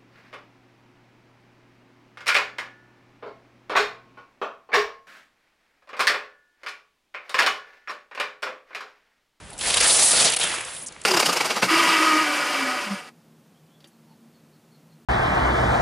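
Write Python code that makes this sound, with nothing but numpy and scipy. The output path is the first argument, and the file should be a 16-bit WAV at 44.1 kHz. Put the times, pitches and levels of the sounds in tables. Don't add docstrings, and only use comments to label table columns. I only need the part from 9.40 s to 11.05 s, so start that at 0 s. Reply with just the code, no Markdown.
import sys
import numpy as np
from scipy import signal
from scipy.io import wavfile

SR = 44100
rng = np.random.default_rng(int(sys.argv[2]) if len(sys.argv) > 2 else 0)


def dump_mix(stems):
    frames = np.atleast_2d(stems).T
    limited = np.clip(frames, -1, 1)
    pcm = np.round(limited * 32767).astype(np.int16)
    wavfile.write(sys.argv[1], SR, pcm)


def gain_from_decibels(decibels):
    exponent = np.asarray(decibels, float) / 20
    return 10 ** exponent


N = 72765

# time [s], scrape level [dB], spray level [dB], grain pitch [Hz].
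EDGE_LOAD = [(0, -51.5, -54.5, 2410), (.172, -49, -49.5, 3000), (.208, -34.5, -30.5, 3020),
             (.27, -26, -23, 3130), (.4, -21, -26, 3500), (.47, -18.5, -15.5, 3150),
             (.54, -21.5, -15, 5350), (.62, -21, -15.5, 5970), (.68, -25, -13.5, 5100),
             (.78, -19, -20.5, 4170), (.86, -16.5, -24, 5140), (.91, -26, -29.5, 3200),
             (1.02, -25, -27, 3260), (1.11, -27, -31, 2570), (1.23, -34.5, -42, 2140),
             (1.365, -41.5, -32.5, 2520), (1.42, -45, -42, 2580), (1.465, -50, -58, 2520)]


def rms_one(x):
    return x / np.sqrt(np.mean(x ** 2) + 1e-20)


def in_time(rows):
    times_s, *columns = np.transpose(rows)
    return [np.interp(np.arange(N) / SR, times_s, column) for column in columns]


def at_hz(points, hz):
    table_hz, values = np.array(points)[:, 0], np.array(points)[:, 1]
    return np.interp(np.log(hz), np.log(table_hz), values)


def drift(rate_hz):
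    step = 20
    r = np.exp(-2 * np.pi * rate_hz * step / SR)
    noise = rng.standard_normal(N // step + 2002)
    slow = signal.lfilter([1], [1, -2 * r, r * r], noise)[2000:]
    return np.interp(np.arange(N) / step, np.arange(len(slow)), 2 * np.tanh(rms_one(slow) / 2))


def window(start_s, length_s, rise_s, fall_s):
    t = np.arange(N) / SR - start_s
    return np.clip(t / rise_s, 0, 1) * np.exp(-np.clip(t - length_s, 0, None) / fall_s)


def bandpass(x, low_hz, high_hz, order=2):
    return signal.sosfilt(signal.butter(order, [low_hz, high_hz], "band", fs=SR, output="sos"), x)


def highpass(x, hz):
    return signal.sosfilt(signal.butter(2, hz, "high", fs=SR, output="sos"), x)


def grains(per_s, spread_db):
    shape = (2, 2, N)
    sizes = gain_from_decibels(spread_db * np.minimum(rng.exponential(1, shape), 3.5))
    sizes = sizes * np.clip(rng.standard_normal(shape), -2, 2)
    return rms_one(sizes * (rng.random(shape) < per_s / SR))


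def banded(source, colour_db, shared_db, own_db, own_rate_hz):
    # frequency [Hz], likeness [0-1].
    likeness = [(40, 1), (150, 1), (300, 0.82), (600, 0.83), (1200, 0.93), (2500, 0.91), (5000, 0.87),
                (9000, 0.96)]
    # frequency [Hz], left minus right [dB].
    tilt = [(60, 1.5), (220, -1), (830, -1.5), (3100, 0.5), (11600, -1.0)]
    out, together = 0, drift(45)
    edges_hz = 28 * 2 ** np.arange(0, 9.1, 0.5)
    for k, (low_hz, high_hz) in enumerate(zip(edges_hz, edges_hz[1:])):
        mid, side = bandpass(source[k % 2], low_hz, high_hz)
        hz = np.sqrt(low_hz * high_hz)
        alike = np.clip(at_hz(likeness, hz), 0, 1)
        lean_db = at_hz(tilt, hz) / 2
        gain = gain_from_decibels(colour_db(hz) + shared_db * together + own_db * drift(own_rate_hz))
        stereo = np.sqrt(1 + alike) * mid + np.sqrt(1 - alike) * side * [[1], [-1]]
        out = out + gain * stereo * gain_from_decibels([[lean_db], [-lean_db]])
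    return rms_one(out)


def open_air():
    # frequency [Hz], density [dB per Hz].
    air_colour = [(18, -28), (40, -12), (120, -9), (763, -13), (1050, -15.5), (1450, -16.5), (1810, -11),
                  (2380, -24.5), (11000, -28.5), (14300, -66), (22000, -120)]
    level_db, fade_db_per_s = -48.5, 2.5
    noise = rng.standard_normal((2, 2, N))
    air = banded(noise, lambda hz: at_hz(air_colour, hz), shared_db=1.1, own_db=1.5, own_rate_hz=15)
    return gain_from_decibels(level_db - fade_db_per_s * np.arange(N) / SR) * air


def wind():
    # time [s], level [dB].
    gusts = [
        (0, -45.5),
        (.14, -54),
        (.27, -53),
        (.42, -43.5),
        (.6, -55),
        (.8, -71),
        (1.1, -69),
        (1.3, -59),
        (1.65, -72),
    ]
    low = bandpass(rng.standard_normal((3, N)), 38, 124)
    level_db = in_time(gusts)[0] + [[-0.8], [0.8]] + 2.5 * drift(6)
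    return gain_from_decibels(level_db) * rms_one(low[0] + 0.8 * low[1:])


def edge_chatter():
    # start [s], scrape change [dB], spray change [dB], length [s].
    chatter = [(0.177, -5, 14, 0.0041), (0.187, -7, 14.5, 0.005), (0.2105, 6.5, 2.5, 0.0051),
               (0.28, 1.5, 3, 0.0039), (0.302, 4, 6, 0.0084), (0.306, -2, -4, 0.031),
               (0.341, 3, 11, 0.0033), (0.351, -3, -4, 0.009), (0.368, 4.5, 7, 0.0063),
               (0.385, -5, -4, 0.02), (0.4004, 4, 9.5, 0.015), (0.413, 0.5, -7, .007),
               (0.444, 1, -4, 0.0089), (0.458, 0.5, -3, .003), (0.475, -4.5, 1.5, 0.01),
               (.532, -9, -1, 0.0056), (0.534, -4.5, 4.5, .008), (0.547, -0.5, -3, .005),
               (0.576, -1, -5.5, 0.0091), (0.59, 3.5, -1, 0.01), (0.622, 1.5, 2, 0.026),
               (0.64, -3, -6, 0.0026), (0.646, -2.5, 0, 0.017), (0.701, -6, -1, .005),
               (.708, 2.5, 1, 0.013), (.728, 1, 0, 0.0026), (0.794, 0.5, 4, 0.031), (0.831, -4.5, 2, 0.014),
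               (0.841, -0.5, 6, 0.0085), (0.898, 1, 10, 0.008), (0.918, 1, 10, 0.0069),
               (0.933, 2.5, 9.5, 0.0079), (0.95, -9, -16, 0.012), (0.961, -3, 13, 0.0078),
               (0.975, -9, -14, 0.012), (0.987, -8, 8, 0.003), (0.991, -7, -8, 0.0058),
               (0.998, -1.5, 7, .006), (1.01, 0.5, 2.5, 0.0096), (1.027, -5, -6, .004),
               (1.031, 3.5, 6, 0.014), (1.059, -2, -18, 0.0045), (1.068, 0.5, 5.5, 0.0062),
               (1.137, 0.5, 4.5, 0.027), (1.163, 0, -5, .008), (1.18, 6, -2, 0.0052),
               (1.196, -1.5, -5, 0.0085), (1.203, 2.5, 9.5, 0.011), (1.247, -9, 12.5, 0.0055)]
    set_in_s, settle_s = 0.0019, 0.0012
    return sum(np.outer([scrape_db, spray_db], window(start_s, length_s, set_in_s, settle_s))
               for start_s, scrape_db, spray_db, length_s in chatter)


def edges_on_snow(scrape_bite_db, spray_bite_db):
    # frequency [Hz], density [dB per Hz].
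    bed = [(40, -42), (90, -19), (250, -13.5), (600, -6.5), (1000, -5), (2000, -9.5), (6000, -13),
           (11000, -9.5)]
    # frequency [Hz], density [dB per Hz].
    spray_colour = [(40, -75), (600, -7), (1500, -13), (4000, -7.5), (7000, -3), (10500, 6)]
    hump_db, hump_octaves = 9, 1
    scrape_db, spray_db, grain_hz = in_time(EDGE_LOAD)

    def scrape_colour_db(hz):
        return at_hz(bed, hz) + hump_db * np.exp(-(np.log2(hz / grain_hz) / hump_octaves) ** 2)

    scrape = banded(grains(14000, 2.17), scrape_colour_db, shared_db=0.3, own_db=1.72, own_rate_hz=21)
    spray = banded(grains(22000, 3.0), lambda hz: at_hz(spray_colour, hz),
                   shared_db=0.4, own_db=1.5, own_rate_hz=14)
    return gain_from_decibels(scrape_db + scrape_bite_db) * scrape + gain_from_decibels(spray_db + spray_bite_db) * spray


def skis(chatter_db):
    # frequency [Hz], level [dB], decay by 60 dB [s].
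    modes = [(94, -17, 0.1), (166, -5.5, 0.051), (346, -22, 0.024), (528, 3, 0.022), (650, 1.5, 0.055),
             (914, -6, 0.015)]
    # time [s], level [dB].
    slaps = [
        (.376, -36),
        (0.407, -36),
        (.452, -41),
        (.6, -35),
        (.735, -28),
        (.812, -51),
        (.846, -46),
        (.856, -28),
        (0.869, -35.5),
        (1.042, -44),
    ]
    drum_db, drum_follows_load, rub_apart, slap_cut_hz = -11.5, 0.69, 1.5, 300
    load_db = in_time(EDGE_LOAD)[0]
    rub_level = gain_from_decibels(drum_db - 34 + drum_follows_load * (load_db + chatter_db + 21))
    out = 0
    for hz, db, t60_s in modes:
        r, w = gain_from_decibels(-60 / (t60_s * SR)), 2 * np.pi * hz / SR
        resonance = [1, -2 * r * np.cos(w), r * r]
        rough = rng.standard_normal(N) + rub_apart * 150 / hz * rng.standard_normal((2, N))
        rub = rms_one(signal.lfilter([1], resonance, rough * gain_from_decibels(1.7 * drift(31))))
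        hits = np.full(N, 1e-18)
        for (time_s, slap_db), vary_db in zip(slaps, rng.normal(0, 0.85, len(slaps))):
            hits[int(time_s * SR)] = gain_from_decibels(slap_db + vary_db)
        slap = signal.lfilter([0, np.sin(w)], resonance, highpass(hits, slap_cut_hz))
        out = out + gain_from_decibels(db) * (slap + rub * rub_level)
    return out


def crumbs():
    # start [s], level [dB], pitch [Hz], length [s].
    puffs = [(0.102, -40.5, 10400, 0.006), (0.104, -56, 960, 0.004), (0.116, -50, 736, 0.057),
             (0.129, -41.5, 10800, 0.0093), (0.132, -51, 4030, 0.0088), (.426, -23.5, 5500, .018),
             (.458, -31, 4160, 0.01), (.487, -29, 4200, 0.0099), (0.503, -24, 4130, 0.0093),
             (0.767, -26.5, 4600, 0.018), (1.012, -27, 3320, 0.011), (1.027, -26, 3180, 0.013),
             (1.048, -34, 3000, .008), (1.14, -30.5, 1370, .008), (1.152, -44, 2430, 0.0042),
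             (1.365, -39, 3200, 0.0055), (1.356, -38.5, 11200, 0.046), (1.428, -40, 10500, 0.024),
             (1.462, -35, 7750, 0.024), (1.482, -42.5, 5570, 0.0093), (1.523, -51.5, 3700, 0.0065),
             (1.522, -45.5, 8200, 0.005), (1.526, -57, 5450, 0.021), (0.562, -37, 565, .06),
             (.848, -31, 647, 0.029), (0.856, -41, 940, 0.019), (0.232, -35, 2070, .04),
             (0.227, -38.5, 5000, 0.087), (.31, -33.5, 5400, .025), (0.216, -38, 3500, 0.0035),
             (0.3406, -23.5, 3200, 0.0094), (.371, -24, 2940, 0.0086), (0.401, -25, 4600, 0.012),
             (1.6147, -41, 8400, 0.0036), (1.637, -40, 8850, 0.0016), (1.639, -47, 4300, 0.0072),
             (1.644, -43.5, 9500, .008)]
    half_width_octaves, rise_s, fall_s = 0.34, 0.00013, 0.0014
    out = 0
    for start_s, db, hz, length_s in puffs:
        low_hz = hz * 2 ** -half_width_octaves
        high_hz = min(hz * 2 ** half_width_octaves, 0.4 * SR)
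        mid, side = bandpass(grains(14000, 3.1)[0], low_hz, high_hz, order=3)
        grit = rms_one(mid + 0.24 * side * [[1], [-1]])
        out = out + gain_from_decibels(db) * window(start_s, length_s, rise_s, fall_s) * grit
    return out


def thuds():
    # start [s], level [dB], pitch [Hz].
    pushes = [
        (.12, -45, 40),
        (0.256, -41, 57.7),
        (0.386, -36.5, 84),
        (0.409, -40, 48),
        (.715, -48, 71),
        (0.845, -29.5, 161.7),
        (0.918, -45, 125),
        (1.042, -38, 176),
    ]
    rise_s, fall_cycles = 0.006, 1.8
    t = np.arange(N) / SR
    out = 0
    for start_s, db, hz in pushes:
        push = window(start_s, rise_s, rise_s, fall_cycles / hz) * np.sin(2 * np.pi * hz * (t - start_s))
        out = out + gain_from_decibels(db + np.array([[-2.5], [2.5]])) * push
    return out


def pellets():
    # time [s], peak level [dB], pitch [Hz].
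    strikes = [(0.2112, -16, 4000), (.2797, -13, 9000), (.2853, -14, 8500), (.537, -11, 8000),
               (0.6, -12, 5000), (.9245, -14, 5000), (1.0755, -17, 7000), (1.4622, -28, 8500),
               (1.4645, -19, 7500), (1.469, -28, 8500), (1.4752, -24, 8100), (1.484, -24, 7650),
               (1.548, -43, 5000), (1.5641, -31, 1900), (1.5649, -34, 1300), (1.6, -42, 9000),
               (1.6178, -29, 6000), (1.619, -39, 2500)]
    half_width_octaves = 0.5
    out = 0
    for time_s, db, hz in strikes:
        click = np.full(N, 1e-18)
        click[int(time_s * SR)] = 1
        high_hz = min(hz * 2 ** half_width_octaves, 0.4 * SR)
        ping = bandpass(click, hz * 2 ** -half_width_octaves, high_hz)
        out = out + gain_from_decibels(db) * ping / np.abs(ping).max()
    return out


def squeaks():
    # start [s], level [dB], start pitch [Hz], fall [octaves per s], length [s].
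    slides = [
        (1.4095, -38, 11000, 72, .012),
        (1.42, -35, 11000, 24, .008),
        (1.429, -35, 11300, 24, .01),
        (1.439, -38, 9600, -26, .005),
        (1.429, -47, 7600, 36, .012),
        (1.421, -52, 5600, 25, .007),
        (1.521, -50, 5000, 90, .005),
    ]
    t = np.arange(N) / SR
    out = 0
    for start_s, db, hz, fall, length_s in slides:
        slide_s = np.clip(t - start_s, 0, 2 * length_s)
        pitch_hz = hz * 2 ** (-fall * slide_s) * (1 + 0.025 * drift(300))
        level_db = db - 250 * np.clip(t - start_s, 0, 1) + 3 * drift(300)
        tone = np.sin(2 * np.pi * np.cumsum(pitch_hz) / SR)
        out = out + gain_from_decibels(level_db) * window(start_s, length_s, 0.0015, 0.001) * tone
    return out


def scene():
    scrape_bite_db, spray_bite_db = edge_chatter()
    background = open_air() + wind()
    snow = edges_on_snow(scrape_bite_db, spray_bite_db) + crumbs() + pellets() + squeaks()
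    return background + snow + skis(scrape_bite_db) + thuds()


def low_pass(x):
    return signal.sosfilt(signal.butter(12, 12170, fs=SR, output="sos"), x)


def record(dry):
    rounded = 0.8 * np.tanh(1.4 * dry)
    top_cut = signal.cheby2(28, 60, 11130, fs=SR, output="sos")
    mix = signal.sosfilt(top_cut, highpass(rounded, 40))
    return low_pass(mix)


dry = scene()
out = record(dry)
dump_mix(out)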